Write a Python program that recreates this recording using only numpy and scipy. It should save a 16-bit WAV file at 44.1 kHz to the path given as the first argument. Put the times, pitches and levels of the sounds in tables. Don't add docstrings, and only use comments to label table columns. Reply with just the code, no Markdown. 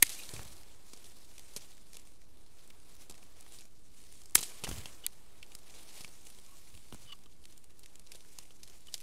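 import sys
import numpy as np
from scipy import signal
from scipy.fft import rfft, irfft
from scipy.io import wavfile
from scipy.ndimage import uniform_filter1d

SR = 44100
rng = np.random.default_rng(int(sys.argv[2]) if len(sys.argv) > 2 else 0)


def log_audio(samples):
    frames = np.atleast_2d(samples).T
    limited = np.clip(frames, -1, 1)
    pcm = np.round(limited * 32767).astype(np.int16)
    wavfile.write(sys.argv[1], SR, pcm)


def amplitude_ratio(level_db):
    exponent = np.asarray(level_db, float) / 20
    return 10 ** exponent


N = 397782


def evened(x):
    return x / np.sqrt(np.mean(x ** 2) + 1e-20)


def peaked(x):
    return x / abs(x).max()


def add(mix, s, sound):
    part = mix[round(s * SR):][:len(sound)]
    part += sound[:len(part)]


def coloured(x, points):
    f, db = np.transpose(points)
    hz = np.fft.rfftfreq(len(x), 1 / SR)
    curve_db = np.interp(np.log(hz + 1), np.log(f + 1), db)
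    return evened(irfft(rfft(x) * amplitude_ratio(curve_db), len(x)))


def ring(x, modes):
    out = np.zeros(len(x))
    for hz, width, db in modes:
        pole = np.exp((2j * np.pi * min(hz, .45 * SR) - np.pi * width) / SR)
        out += amplitude_ratio(db) * 2 * signal.lfilter([1 - abs(pole)], [1, -pole], x).real
    return out


def swells(rows, rest_db):
    t = np.arange(N) / SR
    power = amplitude_ratio(rest_db) ** 2
    for s, db, rise, fall in rows:
        steps = np.maximum((s - t) / rise, (t - s) / fall)
        power = power + amplitude_ratio(db - 10 * steps) ** 2
    return 10 * np.log10(power)


# (frequency [Hz], level [dB per Hz])
HISS_COLOUR = [(4.7, -24), (8.0, -6), (18, -16.5), (33, -18), (62, -20), (113, -26.5), (151, -29),
               (419, -33), (508, -40.5), (699, -44), (1660, -55.5), (9900, -53), (16500, -68.5)]


def preamp_hiss():
    return amplitude_ratio(-61.5) * coloured(rng.standard_normal(N), HISS_COLOUR)


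def slips(per_s, spread_db, length):
    out, t = np.zeros(N), np.arange(400)
    size_db = spread_db * np.minimum(rng.exponential(1, N), 3.5)
    size = amplitude_ratio(size_db) * (rng.random(N) < per_s / SR)
    kind = rng.integers(0, 12, N)
    for k, hz in enumerate(np.geomspace(2200, 11000, 12)):
        puff = rng.standard_normal(400) * np.exp(-t / length)
        puff = 0.14 * evened(puff) + evened(ring(puff, [(hz, 0.75 * hz, 0)]))
        out += signal.oaconvolve(size * (kind == k), puff)[:N]
    return evened(out)


def patchy(x, depth_db):
    z = signal.stft(x, nperseg=256)[2]
    field = uniform_filter1d(rng.standard_normal(z.shape), 12, axis=0)
    field = evened(uniform_filter1d(field, 16, axis=1))
    return evened(signal.istft(z * amplitude_ratio(depth_db * field), nperseg=256)[1][:N])


def clumps():
    return evened(uniform_filter1d(uniform_filter1d(rng.standard_normal(N), 500), 300))


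# (frequency [Hz], level [dB per Hz])
CRACKLE_COLOUR = [(710, -30), (1200, -24.5), (2220, -6), (2530, -8), (2980, -5.5), (9430, -1), (13000, -9),
                  (15300, -15), (16000, -33.5), (16500, -41)]
# (frequency [Hz], level [dB per Hz])
RUB_COLOUR = [(150, -15), (300, -0.5), (600, -2.5), (1200, -6), (2200, -15), (4000, -17), (8000, -30)]
# (time of most motion [s], rustle level [dB], rub level [dB], 10 dB swell [s], 10 dB settle [s])
MOVES = [(.12, -48.5, -61, .12, .15), (.35, -52.5, -58.5, .12, .27), (.92, -62, -68.5, .1, .4),
         (1.38, -61.5, -70, .4, .3), (1.61, -59, -67.5, .2, .25), (2.0, -65.5, -74, .2, .2),
         (2.64, -67, -69, .3, .2), (2.9, -64, -70, .15, .15), (3.02, -58, -69, .06, .05),
         (3.2, -66, -67, .2, .3), (1.07, -61, -72, .04, .06), (3.56, -57.5, -69.5, .15, .07),
         (4.12, -59.5, -72.5, .25, .2), (4.47, -55, -63, .1, .4), (4.72, -51.5, -58, .1, .2),
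         (5.5, -65, -68.5, .5, .4), (5.78, -60, -64.5, .15, .3), (5.98, -54, -67, .15, .17),
         (6.3, -62, -71.5, .3, .4), (6.57, -62, -73, .3, .6), (7.02, -61.5, -69, .15, .13),
         (7.48, -66.5, -76, .12, .2), (7.85, -68.5, -74, .2, .3), (8.17, -64, -71, .15, .25),
         (8.4, -61.5, -75, .15, .1), (8.74, -63.5, -70.5, .25, .15), (8.97, -60, -75, .12, .3)]
# (time [s], crackle level [dB])
SHAKES = [
    [(.034, -38), (.05, -47), (.085, -49.5), (.11, -51), (.2, -55), (.3, -62)],
    [(4.366, -37), (4.392, -36.5), (4.415, -43.5), (4.435, -40), (4.46, -51.5), (4.6, -66)],
]


def foliage():
    slower = 1.4
    rustle_rows = [(s, db, rise, fall) for s, db, _, rise, fall in MOVES]
    rub_rows = [(s, db, rise * slower, fall * slower) for s, _, db, rise, fall in MOVES]
    rustle_db, rub_db = swells(rustle_rows, -75), swells(rub_rows, -80)

    noise, clump = rng.standard_normal(N), clumps()
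    drive = patchy(noise + 0.53 * slips(800, 4.0, 30.), 1.6) * amplitude_ratio(1.6 * clump)
    rustle = coloured(drive, CRACKLE_COLOUR) * amplitude_ratio(rustle_db)
    rub = coloured(noise + .7 * drive, RUB_COLOUR) * amplitude_ratio(rub_db)

    t = np.arange(N) / SR
    shake = sum(amplitude_ratio(np.interp(t, *np.transpose(rows), -120, -120)) for rows in SHAKES)
    crackle = (.7 * noise + slips(1200, 4.3, 45.)) * amplitude_ratio(2.5 * clump)
    shaken = coloured(crackle, CRACKLE_COLOUR) * shake * amplitude_ratio(-2.5)
    return rustle + rub + shaken


def let_go(rows, t60, share, wide):
    out, t = np.zeros(N), np.arange(2400) / SR
    band = signal.butter(3, (1700, 11900), "bandpass", fs=SR)
    for s, db, hz, knock_db in rows:
        noise, lumps = rng.standard_normal((2, 2400))
        burst = noise * np.exp(1.5 * uniform_filter1d(lumps, 12)) * amplitude_ratio(-60 * t / t60)
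        burst *= np.minimum(t / .0005, 1)
        dry_edge = peaked(signal.lfilter(*band, burst))
        ringing = peaked(ring(burst, [(hz, wide * hz, 0)]))
        edge = peaked((1 - share) * dry_edge + share * ringing)
        knock = peaked(ring(burst, [(150, 360, -5.5), (327, 670, 0), (1040, 310, -7.5)]))
        add(out, s - .0005, amplitude_ratio(db) * (edge + amplitude_ratio(knock_db + 8.5) * knock))
    return out


# (time [s], peak level [dB], ring [Hz])
PRICKS = [(.254, -39, 3400), (.567, -44, 7200), (.633, -45, 4800), (.964, -45, 5900), (1.057, -43, 3800),
          (1.169, -47, 8800), (1.186, -47, 10000), (1.537, -45, 4700), (1.77, -47, 7800), (1.78, -48, 2400),
          (1.87, -52, 2900), (2.053, -51, 9000), (2.073, -46, 3000), (2.12, -51, 2100), (2.136, -54, 7200),
          (2.218, -51, 2100), (2.372, -52, 3800), (2.463, -52, 3800), (2.593, -49, 3600),
          (2.801, -50, 5000), (2.966, -47, 11400), (3.123, -43, 4300), (3.143, -48, 2600),
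          (3.179, -45, 2600), (3.238, -51, 10900), (3.402, -49, 7800), (3.546, -43, 5200),
          (3.601, -49, 2100), (3.619, -46, 1900), (4.016, -48, 8470), (4.039, -48, 4000),
          (4.155, -47, 6500), (4.2176, -43, 7170), (4.309, -46, 8000), (4.322, -46, 7500),
          (4.7615, -41, 2900), (4.836, -45, 2100), (5.464, -50, 6000), (5.681, -48, 9500),
          (5.74, -46, 2200), (5.966, -44, 3000), (6.09, -43, 9100), (6.348, -48, 9800), (6.399, -47, 10000),
          (6.464, -44, 6900), (6.751, -43, 4300), (7.19, -49, 3800), (7.441, -47, 3350),
          (7.5024, -49, 5650), (7.7059, -48, 3910), (7.839, -48, 3500), (8.066, -47, 4500),
          (8.138, -46, 4500), (8.2068, -46, 4000), (8.249, -49, 1800), (8.454, -48, 2800),
          (8.683, -45, 6500), (8.6992, -45, 3430), (8.8069, -50, 7640), (8.897, -49, 10000)]


def pricks():
    return let_go([(*row, -19) for row in PRICKS], t60=.009, share=.55, wide=.4)


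# (time [s], peak level [dB], ring [Hz])
FLICKS = [(2.6762, -42, 8200), (2.9522, -43, 10700), (3.4086, -37, 8800), (3.4264, -45.5, 8760),
          (4.1246, -41, 9200), (4.236, -44.5, 7800), (4.2574, -42, 7050), (4.2966, -43, 7890),
          (4.408, -28, 9930), (5.551, -32, 8300), (5.8321, -43, 8530), (6.2526, -44, 8810),
          (7.5772, -43, 7950), (7.642, -43.5, 8010), (7.7935, -40.5, 9270), (7.956, -39, 6460)]


def flicks():
    return let_go([(*row, -30) for row in FLICKS], t60=.014, share=.82, wide=.3)


# (time [s], peak level [dB], ring [Hz], knock level [dB])
TWIGS = [(.2352, -35, 4050, -31), (.2913, -32, 3930, -24), (.3632, -38, 2160, -16), (.393, -42, 2200, -2.5),
         (2.703, -42, 2560, -31), (3.228, -49, 2570, -14), (3.464, -52.5, 1590, -2.5),
         (3.5874, -39.5, 4470, -21), (4.6697, -36, 1490, -8), (4.7135, -36, 3060, -4),
         (4.754, -41, 3040, -31), (4.768, -46, 1950, -26), (4.8575, -30.5, 3020, -17),
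         (5.4287, -35, 3000, -50), (5.5189, -41.5, 3000, -26), (6.0464, -33, 2400, -18),
         (6.0788, -44, 4410, -16), (6.3869, -45, 3300, -12), (6.7754, -46.5, 3110, -17),
         (6.9253, -38.5, 3200, -5), (7.0616, -51, 3070, -18), (7.237, -49, 4840, -18),
         (7.2592, -48, 2930, -12), (6.742, -53, 2400, -6), (8.0713, -42, 4690, -31),
         (8.5071, -46, 3000, -11), (8.9417, -22.5, 4300, -36)]


def twigs():
    return let_go(TWIGS, t60=.018, share=.8, wide=.3)


# (time [s], peak level [dB], knock level [dB])
SNAPS = [(.0937, -27.5, -31), (.0997, -29, -23), (.104, -30, -33), (.4316, -37, -36), (.451, -40, -25),
         (.974, -43, -24), (1.381, -36, -24), (1.3947, -32.5, -26), (1.9325, -39, -26), (1.954, -39, -18.5),
         (1.969, -34, -24), (3.1103, -39, -13), (3.5216, -42, -17), (3.6088, -39, -22),
         (3.6541, -45.5, -18), (4.372, -29, -18), (4.4134, -30, -21), (4.4288, -24, -20), (4.784, -35, -20),
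         (5.977, -41, -19), (6.9458, -38.5, -8), (7.4545, -37, -28), (7.5242, -43.5, -19),
         (7.86, -36.5, -30), (7.9964, -38.5, -21), (8.3866, -29.5, -19), (8.8714, -37.5, -24),
         (8.9412, -30, -40), (8.9795, -37, -34), (9.0032, -38, -38), (.139, -39, -28)]


def snaps():
    rows = [(s, db, 6500, knock_db) for s, db, knock_db in SNAPS]
    return let_go(rows, t60=.013, share=.15, wide=.3)


# (time [s], peak level [dB], ring [Hz], knock below 1.5 kHz [dB])
DRAGS = [(.3372, -33.5, 7760, -13.5), (.9341, -34, 5100, -20), (1.043, -43, 3280, -21),
         (1.5635, -25, 5950, -22), (3.0975, -34, 7670, -17), (4.3792, -23, 3400, -20),
         (4.3889, -27, 4940, -17), (4.638, -25, 2700, -12), (4.6457, -23.5, 2940, -36),
         (4.6753, -34.5, 2570, -27), (4.6897, -28.5, 7210, -14), (6.007, -37, 4520, -14),
         (6.2684, -39, 7000, -23), (7.8327, -45, 4180, -20), (8.118, -36.5, 4570, -27),
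         (8.1545, -42, 7500, -25), (8.6319, -35, 5360, -28), (8.6765, -41, 3300, -23),
         (8.941, -25, 9800, -45), (9.009, -41, 9500, -35), (1.943, -44, 6000, -22), (1.996, -45, 7000, -25),
         (1.718, -46, 4500, -25), (3.152, -48, 2300, -22), (8.147, -42, 3700, -14), (6.3, -42, 8500, -30),
         (5.79, -45, 3000, -20), (1.572, -33, 8000, -28), (8.952, -38, 4250, -35), (5.587, -49, 4500, -30)]


def drags():
    return let_go(DRAGS, t60=.038, share=.3, wide=.25)


# (time [s], thump level [dB], 10 dB swell [s], 10 dB settle [s])
THUMPS = [
    (.335, -50, .004, .16),
    (4.683, -43.5, .004, .1),
    (4.79, -47, .08, .025),
    (6.748, -55, .021, .023),
    (6.935, -45, .006, .015),
    (7.06, -60, .1, .02),
]
# (frequency [Hz], level [dB per Hz])
THUMP_COLOUR = [(15, -13.5), (35, -2), (70, -0.5), (140, -7.5), (300, -21.5), (600, -35)]
# (time [s], level [dB], body swing [Hz])
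KNOCKS = [(0.0268, -24, 320), (.027, -33, 110), (4.354, -25, 350), (4.354, -34, 60), (3.098, -46, 600),
          (8.387, -44, 500), (4.722, -35, 45), (.3365, -32, 112), (.337, -38, 330), (.934, -42, 298),
          (4.636, -37, 196), (4.676, -29, 800), (4.689, -27, 60), (4.713, -44, 300), (6.9255, -35.5, 166),
          (6.946, -41, 266), (.372, -42, 90), (.397, -40, 60), (.438, -45, 70), (.458, -45, 50),
          (4.757, -41, 70), (4.784, -41, 80), (4.796, -42, 45), (1.563, -39, 450)]


def hand():
    out = coloured(rng.standard_normal(N), THUMP_COLOUR) * amplitude_ratio(swells(THUMPS, -120))
    t = np.arange(2000) / SR
    for s, db, hz in KNOCKS:
        onset = np.minimum(t / (.0002 + .1 / hz), 1)
        swing = np.cos(2 * np.pi * hz * t * (1 - 7.0 * t))
        add(out, s, amplitude_ratio(db) * onset * swing * np.exp(-(60 + 0.91 * hz) * t))
    return out


def whistle():
    s, length_s, db, mode = .187, .013, -51, [(12800, 1500, 0)]
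    t, out = np.arange(1200) / SR, np.zeros(N)
    scrape = evened(ring(ring(rng.standard_normal(1200), mode), mode))
    add(out, s, amplitude_ratio(db) * scrape * np.minimum(t / .001, 1) * np.exp(-(t / length_s) ** 2))
    return out


# (time [s], length [s], level [dB], low mode relative level [dB], pitch drop [share])
SQUEAKS = [(.158, .021, -57, -16, .2), (.185, .022, -46.5, -20, .15), (.21, .024, -53, -20, .16),
           (4.646, .018, -42, -24, -.017), (4.718, .015, -48, -26, -.031), (5.034, .03, -45, -20, -.014),
           (6.455, .05, -77, 8, .038), (6.495, .055, -71, 10.5, .023), (7.064, .052, -58, -6, -.02),
           (7.084, .02, -52, -18, -.034), (7.099, .018, -52, -18, -.0094), (7.116, .022, -42, -11, -.0026),
           (7.256, .014, -69, 3, -.022), (8.8805, .011, -50, -13, -.015)]
# (frequency [Hz], level [dB])
COIL = [(2930, -0.5), (3300, -9), (3480, -12.5), (4600, -11)]


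def spring():
    out, t = np.zeros(N), np.arange(2600) / SR

    def swell(late, length):
        return np.sin(np.pi * np.clip((t - late) / length, 0, 1)) ** 1.2

    for s, length, db, low_db, sink in SQUEAKS:
        noise = rng.standard_normal((6, 2600))
        wobble = uniform_filter1d(noise, 150, axis=1) * np.sqrt(150)
        upper_db = -3 + 40 * sink
        modes = [(hz, mode_db + upper_db * (k > 0), 0) for k, (hz, mode_db) in enumerate(COIL)]
        modes.append((1150, low_db, 0.28 * length))
        squeak = 0.6 * 0.43 * evened(ring(noise[5], [(2700, 1600, 0)])) * swell(0, length)
        for (hz, mode_db, late), w in zip(modes, wobble):
            turns = hz * (1 - sink) * np.cumsum(1 + .018 * w[::-1] - 0.3 * t) / SR
            squeak += amplitude_ratio(mode_db + 3.6 * w) * swell(late, length) * np.sin(2 * np.pi * turns)
        add(out, s, amplitude_ratio(db) * squeak)
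    return out


def crack(length):
    t = np.arange(1200) / SR
    return rng.standard_normal(1200) * np.sqrt(t / length) * np.exp(-t / length)


# (time [s], level [dB], modes (frequency [Hz], width [Hz], level [dB]), burst [s])
LATCH = [
    (5.0651, -10.5, [(8000, 1000, -5), (9600, 1200, -6), (11200, 2100, -5), (4650, 900, -8), (6000, 1200, -10)], 0.00028),
    (5.0655, -28, [(2000, 500, -3), (2450, 600, -1), (3400, 800, -2)], 0.0011),
]


def latch():
    out = np.zeros(N)
    for s, db, modes, length in LATCH:
        add(out, s - .0002, amplitude_ratio(db) * peaked(ring(ring(crack(length), modes), modes)))
    return signal.lfilter(*signal.butter(1, 1200, "highpass", fs=SR), out)


# (time [s], level [dB], handle share [0-1], burst [s], leading blade mode [Hz])
CRACKS = [(.0241, -14, .3, .0006, 8000), (.0257, -5, .4, .0004, 10300), (.027, -1, 0, .0006, 11300),
          (.0281, -4, .5, .0005, 9550), (.0292, -9, .3, .0006, 9550), (.0306, -20, .5, .002, 9500),
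          (4.3483, -28, .2, .0005, 9000), (4.3517, -10, .1, .0004, 9050), (4.3532, -6, .08, .0004, 7200),
          (4.3538, -4, 0, .0004, 9050), (4.3549, -3, .1, .0004, 11000), (4.3555, -10, .85, .0007, 10200),
          (4.3568, -16, .1, .0005, 8500), (4.3582, -19, .2, .0012, 9500), (4.363, -25.5, .1, .0033, 8500)]
# (frequency [Hz], width [Hz], level [dB])
BLADES = [(5600, 750, -11), (7200, 1900, -5.5), (8550, 1900, 1), (10100, 900, -2), (10950, 1000, 3),
          (13500, 900, -12)]
# (frequency [Hz], width [Hz], level [dB])
HANDLE = [(1270, 200, -22), (2060, 300, 7.5), (3030, 1500, -4.5), (4400, 2100, -10.5)]


def cuts():
    out = np.zeros(N)
    slim = signal.butter(2, 3500, "highpass", fs=SR)
    for s, db, low, length, lead_hz in CRACKS:
        burst = crack(length)
        blades = ring(signal.lfilter(*slim, burst), BLADES + [(lead_hz, 700, 8)])
        body = (1 - low) * peaked(blades) + low * peaked(ring(burst, HANDLE))
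        add(out, s - .0002, amplitude_ratio(db) * peaked(body))
    return signal.lfilter(*signal.butter(1, (900, 15500), "bandpass", fs=SR), out) * amplitude_ratio(2.5)


def scene():
    steel = cuts() + latch()
    ticks = drags() + twigs() + flicks() + snaps() + pricks()
    sharp = steel + ticks + spring() + whistle()
    t = np.arange(2000) / SR
    scatter = uniform_filter1d(rng.standard_normal(2000), size=4) * amplitude_ratio(-60 * t / .03) * (t > .002)
    wet = signal.oaconvolve(sharp, scatter / np.linalg.norm(scatter))[:N]
    return (sharp + amplitude_ratio(-24) * wet + foliage() + hand())[None]


# (frequency [Hz], level [dB])
EDGE = [(15700, 0), (16000, -26), (16600, -28), (16900, -90)]


def band_edge(x):
    hz = np.fft.rfftfreq(N, 1 / SR)
    return irfft(rfft(x) * amplitude_ratio(np.interp(hz, *np.transpose(EDGE))), N)


def low_pass(x):
    return signal.sosfilt(signal.butter(12, 17020, fs=SR, output="sos"), x)


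def record(dry):
    wired = dry[0] + preamp_hiss()
    wired = .8 * np.tanh(wired / .8)
    mix = band_edge(wired)[None] + .0069
    return low_pass(mix)


dry = scene()
out = record(dry)
log_audio(out)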